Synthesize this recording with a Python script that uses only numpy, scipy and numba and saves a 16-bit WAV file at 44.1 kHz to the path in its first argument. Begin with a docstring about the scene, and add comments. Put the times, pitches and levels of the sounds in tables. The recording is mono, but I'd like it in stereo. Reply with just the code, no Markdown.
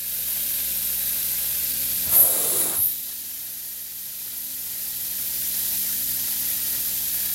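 """A flat suction plate pulls water out of a carpet while its vacuum machine hums further off in the house.
Air hisses and spits through the wet pile under the rim, and water gurgles up the hose. At two seconds a
foot shoves the plate forward: it scrubs over the pile, thumps the floor and squirts water through the gap.
The hiss falls back, then builds again as the plate seals; slugs of water briefly choke it near six seconds."""
import sys
import numpy as np
from scipy import signal
from scipy.fft import rfft, irfft
from scipy.io import wavfile
from numba import njit

SR = 44100
rng = np.random.default_rng(int(sys.argv[2]) if len(sys.argv) > 2 else 0)


def unload_audio(sound):
    """Save the sound as a 16-bit wav file, at the path given as the first command line argument."""
    columns = np.transpose(np.atleast_2d(sound))
    # keep every value between -1 and 1, then stretch to whole-number steps
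    steps = np.round(np.clip(columns, -1, 1) * 32767)
    wavfile.write(sys.argv[1], SR, steps.astype(np.int16))


N = 323694
TIME = np.arange(N) / SR
BIN_HZ = np.maximum(np.arange(N // 2 + 1) * SR / N, 1)

# How strongly air is drawn through the carpet: time_s, level_db
SUCTION = [(0.0, -41), (0.43, -37), (2.11, -36.5), (2.15, -30.5), (2.17, -35), (2.62, -34.5), (2.82, -42.5),
           (3.9, -45), (5.01, -40), (5.68, -35.5), (6.01, -36.5), (7.34, -36.5)]
# Tone colour of the hiss in the pile before, during and after the shove: pitch_hz, relative_db
PILE_BEFORE = [(180, -51), (300, -21), (444, -23), (516, -7.5), (741, -26.5), (836, -14.5), (1060, -27),
               (1670, -8), (1860, -15), (2000, -11.5), (2670, -7.5), (3060, -9), (3610, -5.5), (8510, -5),
               (11000, -4), (14300, -32), (22000, -120)]
PILE_SLIDING = [(300, -23), (1000, -44), (2000, -8.5), (3000, -8), (3600, -3), (4600, -2.5), (6000, -2.5),
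                (7100, 3), (8400, 4.5), (9500, 4.5), (11000, -16), (14300, -24)]
PILE_AFTER = [(180, -54), (300, -17), (418, -14.5), (486, -27.5), (540, -11.5), (667, -23.5), (823, -12.5),
              (1080, -27), (1260, -18), (1890, -12), (2060, -13), (4320, -4.5), (7320, -3.5), (8140, -5.5),
              (11000, -4.5), (14300, -41), (22000, -120)]
# Notes that the air sounds in the hose: start_s, end_s, pitch_hz, width_hz, relative_db
HOSE_WHISTLES = [(0, 1.4, 3920, 500, -12), (1.7, 1.97, 4520, 400, -8), (2.35, 3.1, 3880, 450, -7.5),
                 (3.15, 7.34, 1900, 95, -18.5), (5.5, 7.34, 4830, 450, -14.5)]
# Tone colour of the air jets at the rim before, during and after the shove: pitch_hz, relative_db
JETS_BEFORE = [(7000, -28.5), (9000, -11), (10400, -5), (11000, -3), (11650, 3), (12500, 0.5), (14300, -2),
               (14900, -6), (15800, -11.5)]
JETS_SLIDING = [(7000, -29.5), (9000, -17), (9800, -1), (11300, 1), (12200, -1.5), (13300, -3),
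                (14300, -11), (15800, -4)]
JETS_AFTER = [(7000, -32), (9000, -9), (10400, -4.5), (11000, -1.5), (11650, 3), (13200, 0.5), (14300, 0),
              (14900, -5), (15800, -5.5)]
# Tone colour of water sputtering in the hose: pitch_hz, relative_db
GURGLE_COLOUR = [(300, -14), (420, 2.5), (540, -3), (720, 0), (880, 0), (1150, -5), (1700, 2.5), (2600, -5),
                 (4000, -14)]
# The blower's note, which shows the machine's speed: time_s, pitch_hz
BLOWER_PITCH = [(0.0, 265), (0.12, 264.8), (2.37, 266.0), (2.45, 269.7), (3.29, 270.1), (3.95, 263.2),
                (7.34, 266.6)]
# How loud that note is: time_s, relative_db
BLOWER_LEVEL = [(0.0, -69), (0.61, -54.5), (0.94, -67), (1.14, -56.5), (1.53, -70), (1.71, -52.5),
                (3.11, -61), (4.07, -70), (4.52, -57), (4.68, -64.5), (6.19, -53), (6.64, -59), (6.75, -54),
                (7.34, -60.5)]
# Hum at 1, 2 and 3 times the motor's turning rate:
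# sealed_level_db, db_per_suction_db, sliding_change_db, waver_db, left_minus_right_db
MOTOR_TONES = [(-49.5, 1.45, -13, 1.0, 3), (-56, 1.1, 0, 2, 3), (-52.5, 1.3, -1.5, 1.0, 3)]
# Tone colour of the rumbling hose: pitch_hz, relative_db
RUMBLE_COLOUR = [(20, -30), (30, -19), (39, -2), (52, -10), (68, -9), (78, 0), (100, -7), (126, 2.5),
                 (160, -12.5), (215, -3), (280, -13.5), (340, -11.5), (520, -24.5)]
# Tone colour of the plate rubbing on the pile: pitch_hz, relative_db
RUBBING_COLOUR = [(60, -25), (130, 0), (300, -3.5), (800, -1.5), (1250, 0.5), (1800, -7.5), (3000, -10),
                  (6000, -21)]
# The plate jerks loose and settles; weight on it boosts the lowest floor note: time_s, force_db, weight_db
JERKS = [(2.064, -32, -6), (2.13, -40, 0), (2.207, -39, 0), (2.781, -36, 4), (2.843, -44, 9)]
# Notes of the padded floor: pitch_hz, relative_db, ring_s (time to fade by 60 dB)
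FLOOR_NOTES = [(43, -9, .28), (79, 4.5, 0.11), (128, 1.5, 0.079), (209, -1, 0.074)]
# Tone colour of the puff of air under a thump: pitch_hz, relative_db
PUFF_COLOUR = [(30, -20), (100, 9), (200, -20), (650, -6.5), (2000, -31)]
# Water squirts through the gap, each at its peak: time_s, level_db, pitch_hz, glide_hz_per_s
SQUIRTS = [(2.16, -23, 13200, -4000), (2.205, -13.5, 11720, -5000), (2.61, -29, 9600, -2000),
           (2.81, -21.5, 11400, 4000), (2.853, -21, 13200, 8000)]
# Slugs of water block the flow: time_s, depth_db
CHOKES = [(5.8, 9), (5.96, 5), (6.055, 10)]
# How alike the two sides sound: pitch_hz, likeness (0 is unrelated, higher is more alike)
STEREO_LIKENESS = [(60, 1.5), (140, .95), (290, 0.8), (480, 0.75), (800, 0.6), (1150, -0.15), (1600, 0.5),
                   (2200, .55), (3100, 0), (4200, 0.27), (4900, -0.1), (5600, 0.11), (12000, 0.07),
                   (15000, 0)]
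# Which side is louder: pitch_hz, left_minus_right_db
STEREO_BALANCE = [(110, -0.5), (340, 0), (560, 2.5), (800, 0), (1700, 1.5), (2500, 0.5), (3550, -6),
                  (4600, 0), (8300, -3), (10700, 2), (13300, 1.5), (14500, 7), (15800, 1)]

PUSH_S, STOP_S = 2.14, 2.765   # the plate slides between these moments
SEALED_DB = -35   # suction with the plate well sealed


def from_db(db):
    """Turn decibels into a number to multiply a sound by."""
    return 10 ** (np.asarray(db) / 20)


def rms_one(x):
    """Scale a sound so that the average of its sides has a typical size (rms) of 1."""
    return x / np.sqrt(np.mean(np.atleast_2d(x).mean(axis=0) ** 2) + 1e-20)


def over_time(table):
    """Join a table's points with straight lines, giving a value for every sample."""
    return np.interp(TIME, *np.transpose(table))


def over_pitch(table):
    """Join a table's points along a scale of octaves, giving a value for every frequency."""
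    hz, value = np.transpose(table)
    return np.interp(np.log(BIN_HZ), np.log(hz), value)


def held(start, end, rise_s, fall_s):
    """A volume shape that rises to 1 by start and falls away after end."""
    return np.clip(np.minimum((TIME - start) / rise_s, (end - TIME) / fall_s) + 1, 0, 1)


def bump(time_s, width_s):
    """A brief bell-shaped swell of height 1."""
    return np.exp(-((TIME - time_s) / width_s) ** 2)


def drift(rate_hz):
    """A smooth random wobble of typical size 1 that changes about rate_hz times a second."""
    return rms_one(irfft(rfft(rng.standard_normal(N)) / (1 + (BIN_HZ / rate_hz) ** 2), N))


def flutter(rate_hz, depth_db):
    """A randomly wavering volume that keeps the average power."""
    return rms_one(from_db(depth_db * drift(rate_hz)))


def panned(x, left_db):
    """Make the left side left_db louder than the right."""
    return x * from_db(np.array([[.5], [-.5]]) * left_db)


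def noise(colour):
    """A stereo rushing sound, shaped by rows of pitch_hz, relative_db."""
    middle, side = rfft(rng.standard_normal((2, N)))
    alike = np.clip(over_pitch(STEREO_LIKENESS), -.6, .99)
    pair = middle + np.sqrt((1 - alike) / (1 + alike)) * side * [[1], [-1]]
    pair = panned(pair, over_pitch(STEREO_BALANCE))
    return rms_one(irfft(pair * from_db(over_pitch(colour)), N))


@njit
def resonate(x, hz, width_hz):
    """Make a sound ring around a pitch that can move, as it does in a hollow space."""
    y, decay = np.zeros_like(x), np.exp(-np.pi * width_hz / SR)
    for side in range(2):
        ring = 0j
        for i in range(N):
            ring = ring * decay * np.exp(2j * np.pi * hz[i] / SR) + x[side, i]
            y[side, i] = ring.real
    return y * np.sqrt(2 * (1 - decay * decay))


def pull_db():
    """How far the suction is above or below that of the well sealed plate."""
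    return over_time(SUCTION) - SEALED_DB


def changing_hiss(before, sliding, after):
    """The hiss changes colour as the plate leaves one patch of carpet and settles on the next."""
    gone = np.clip(.5 + (TIME - PUSH_S) / 0.14, 0, 1)
    landed = np.clip(.5 + (TIME - STOP_S) / 0.1, 0, 1)
    return (np.sqrt(1 - gone) * noise(before)
            + np.sqrt(gone * (1 - landed)) * noise(sliding)
            + np.sqrt(landed) * noise(after))


def pile_hiss():
    """Air rushes through the wet pile and whistles in the hose; water slurps in the plate's throat."""
    hiss = from_db(4) * changing_hiss(PILE_BEFORE, PILE_SLIDING, PILE_AFTER)
    flow = noise([(800, -25), (1600, -6), (5200, -8), (8000, -22)])
    for start, end, hz, width_hz, whistle_db in HOSE_WHISTLES:
        whistle = rms_one(resonate(flow, np.full(N, float(hz)), float(width_hz)))
        hiss += from_db(whistle_db) * held(start, end, rise_s=.23, fall_s=.23) * whistle
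    slurp_hz = 2890 * 2 ** (.35 * drift(rate_hz=4.2))   # wanders by about a third of an octave
    slurp = from_db(-16.5) * rms_one(resonate(flow, slurp_hz, width_hz=300.0))
    slurp *= flutter(rate_hz=7, depth_db=2)
    return from_db(over_time(SUCTION)) * (hiss + slurp) * flutter(rate_hz=125, depth_db=0.92)


def rim_jets():
    """Thin jets of air hiss very high at the rim; spitting droplets roughen them and the squirts."""
    sliding = held(PUSH_S, STOP_S, rise_s=.03, fall_s=.08)
    level_db = -23.5 + 1.03 * pull_db() + 2 * sliding
    jets = from_db(level_db) * changing_hiss(JETS_BEFORE, JETS_SLIDING, JETS_AFTER)
    spit = flutter(rate_hz=160, depth_db=0.2) * flutter(rate_hz=47, depth_db=0.82)
    return spit * (jets + squirts())


def echoes(x, echo_db, sway_s, count=8):
    """Short echoes bounce off tool, legs and walls; their delays shift as the listening point sways."""
    out, sway = x.copy(), drift(rate_hz=0.57)
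    for late, lean, flip in rng.random((count, 3)):
        delay_s = .001 + .009 * late + sway_s * (2 * lean - 1) * sway
        for side in range(2):
            arrival_s = delay_s + rng.uniform(0, .0002)
            echo = np.interp(TIME - arrival_s, TIME, x[side], left=0)
            out[side] += np.sign(flip - .5) * from_db(echo_db) * echo
    return out / np.sqrt(1 + count * from_db(2 * echo_db))


def gurgle():
    """Water sputters up the hose in uneven slugs, harder when the suction is strong."""
    slugs = flutter(rate_hz=9, depth_db=3.2) * flutter(rate_hz=170, depth_db=4.2)
    return from_db(over_time(SUCTION) - 16) * slugs * noise(GURGLE_COLOUR)


def hum(hz, level_db, waver_db, left_db):
    """One pure note of the machine, wavering in strength."""
    wave = np.sqrt(2) * np.sin(2 * np.pi * (np.cumsum(hz) / SR + rng.random()))
    return panned(from_db(level_db) * wave * flutter(rate_hz=2.3, depth_db=waver_db), left_db)


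def machine():
    """The blower sings, the motor hums and the hose rumbles; the last two grow with the suction."""
    blower_hz = over_time(BLOWER_PITCH)
    motor_hz = 62.86 * (blower_hz / 266) ** 0.68   # shares part of the blower's changes of speed
    pull = pull_db()
    sliding = held(PUSH_S + .1, STOP_S - .1, rise_s=.12, fall_s=.12)
    loss_db = np.interp(TIME, [PUSH_S, STOP_S], [0, 3])   # the two lowest hums weaken on the new patch
    out = hum(blower_hz, over_time(BLOWER_LEVEL) - 1, waver_db=0.9, left_db=-12)
    for multiple, (sealed_db, follows, sliding_db, waver_db, left_db) in enumerate(MOTOR_TONES, 1):
        level_db = sealed_db + follows * pull + sliding_db * sliding - loss_db * (multiple < 3)
        out += hum(multiple * motor_hz, level_db, waver_db, left_db)
    return out + from_db(-49 + 1.14 * pull) * noise(RUMBLE_COLOUR)


def scrub():
    """Tufts slip under the sliding rim and sound the hollow under the plate, whose pitch sinks."""
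    sliding = held(PUSH_S, STOP_S, rise_s=.13, fall_s=.071) ** 1.5
    enclosed = held(PUSH_S + .03, STOP_S - .1, rise_s=.05, fall_s=.16)
    pushed_s = np.clip(TIME, PUSH_S, STOP_S) - PUSH_S
    hollow_hz = 670 * 2 ** (-1.87 * pushed_s)   # sinks 1.87 octaves a second
    slips = flutter(rate_hz=110, depth_db=1.1)
    tufts = noise([(120, -40), (280, 1), (750, 1.0), (1300, -29), (3000, -40)]) * slips
    hollow = enclosed * rms_one(resonate(tufts, hollow_hz, width_hz=230.0))
    breakaway_db = 5 * bump(PUSH_S, width_s=.02)
    braking_db = 2 * bump(STOP_S - .034, width_s=.034)
    rubbing = from_db(-2.1 + breakaway_db + braking_db) * noise(RUBBING_COLOUR) * slips
    return panned(from_db(-38) * sliding * (hollow + rubbing), left_db=0.3)


def thumps():
    """Each jerk of the plate rings the padded floor and squeezes out a dull puff."""
    rise_s, puff_fade_s = 0.0036, 0.027
    floor, puff = np.zeros(N), np.zeros(N)
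    for time_s, force_db, weight_db in JERKS:
        age = np.maximum(TIME - time_s, 0)
        force = from_db(force_db) * (1 - np.exp(-age / rise_s))
        puff += force * np.exp(-age / puff_fade_s)
        for note, (hz, note_db, ring_s) in enumerate(FLOOR_NOTES):
            ring_db = note_db + weight_db * (note == 0) - 60 * age / ring_s
            floor += force * from_db(ring_db) * np.sin(2 * np.pi * hz * age)
    return floor + from_db(-4) * puff * noise(PUFF_COLOUR)


def squirts():
    """Each squirt swells fast and dies away; its sizzle glides in pitch as the gap opens or closes."""
    rise_s, fall_s, glide_s = 0.047, 0.072, 0.057
    out, spray = np.zeros((2, N)), noise([(6500, -46), (9500, -2.0), (14000, 4), (15500, -20)])
    for time_s, level_db, hz, hz_per_s in SQUIRTS:
        age = TIME - time_s
        swell = np.where(age < 0, bump(time_s, rise_s), np.exp(-np.abs(age) / fall_s))
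        sizzle_hz = hz + hz_per_s * glide_s * np.tanh(age / glide_s)
        out += from_db(level_db) * swell * rms_one(resonate(spray, sizzle_hz, width_hz=730.0))
    return out


def choked(rush, below_hz=1800):
    """The low part of the rush dips whenever a slug of water blocks the way."""
    low = irfft(rfft(rush) / (1 + (BIN_HZ / below_hz) ** 2), N)
    dip_db = sum(depth_db * bump(time_s, width_s=.028) for time_s, depth_db in CHOKES)
    return rush + (from_db(-dip_db) - 1) * low


def scene():
    """The plate close by, the machine behind; the sliding rim sprays its hiss a little to the left."""
    left_db = 0.44 + 1.9 * held(PUSH_S, STOP_S, rise_s=.1, fall_s=.11)
    hiss = echoes(pile_hiss() + panned(rim_jets(), left_db), echo_db=-18, sway_s=0.00013)
    return choked(hiss + gurgle()) + scrub() + thumps() + machine()


def record(dry):
    """The microphone drops the deepest bass, flattens any overloud peak and cuts the highest treble."""
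    lowest_hz, highest_hz = 30, 15880
    thinned = signal.sosfilt(signal.butter(3, lowest_hz, "high", fs=SR, output="sos"), dry)
    clipped = np.clip(thinned, -.92, .92)
    return irfft(rfft(clipped) / np.sqrt(1 + (BIN_HZ / highest_hz) ** 900), N)


dry = scene()
out = record(dry)
unload_audio(out)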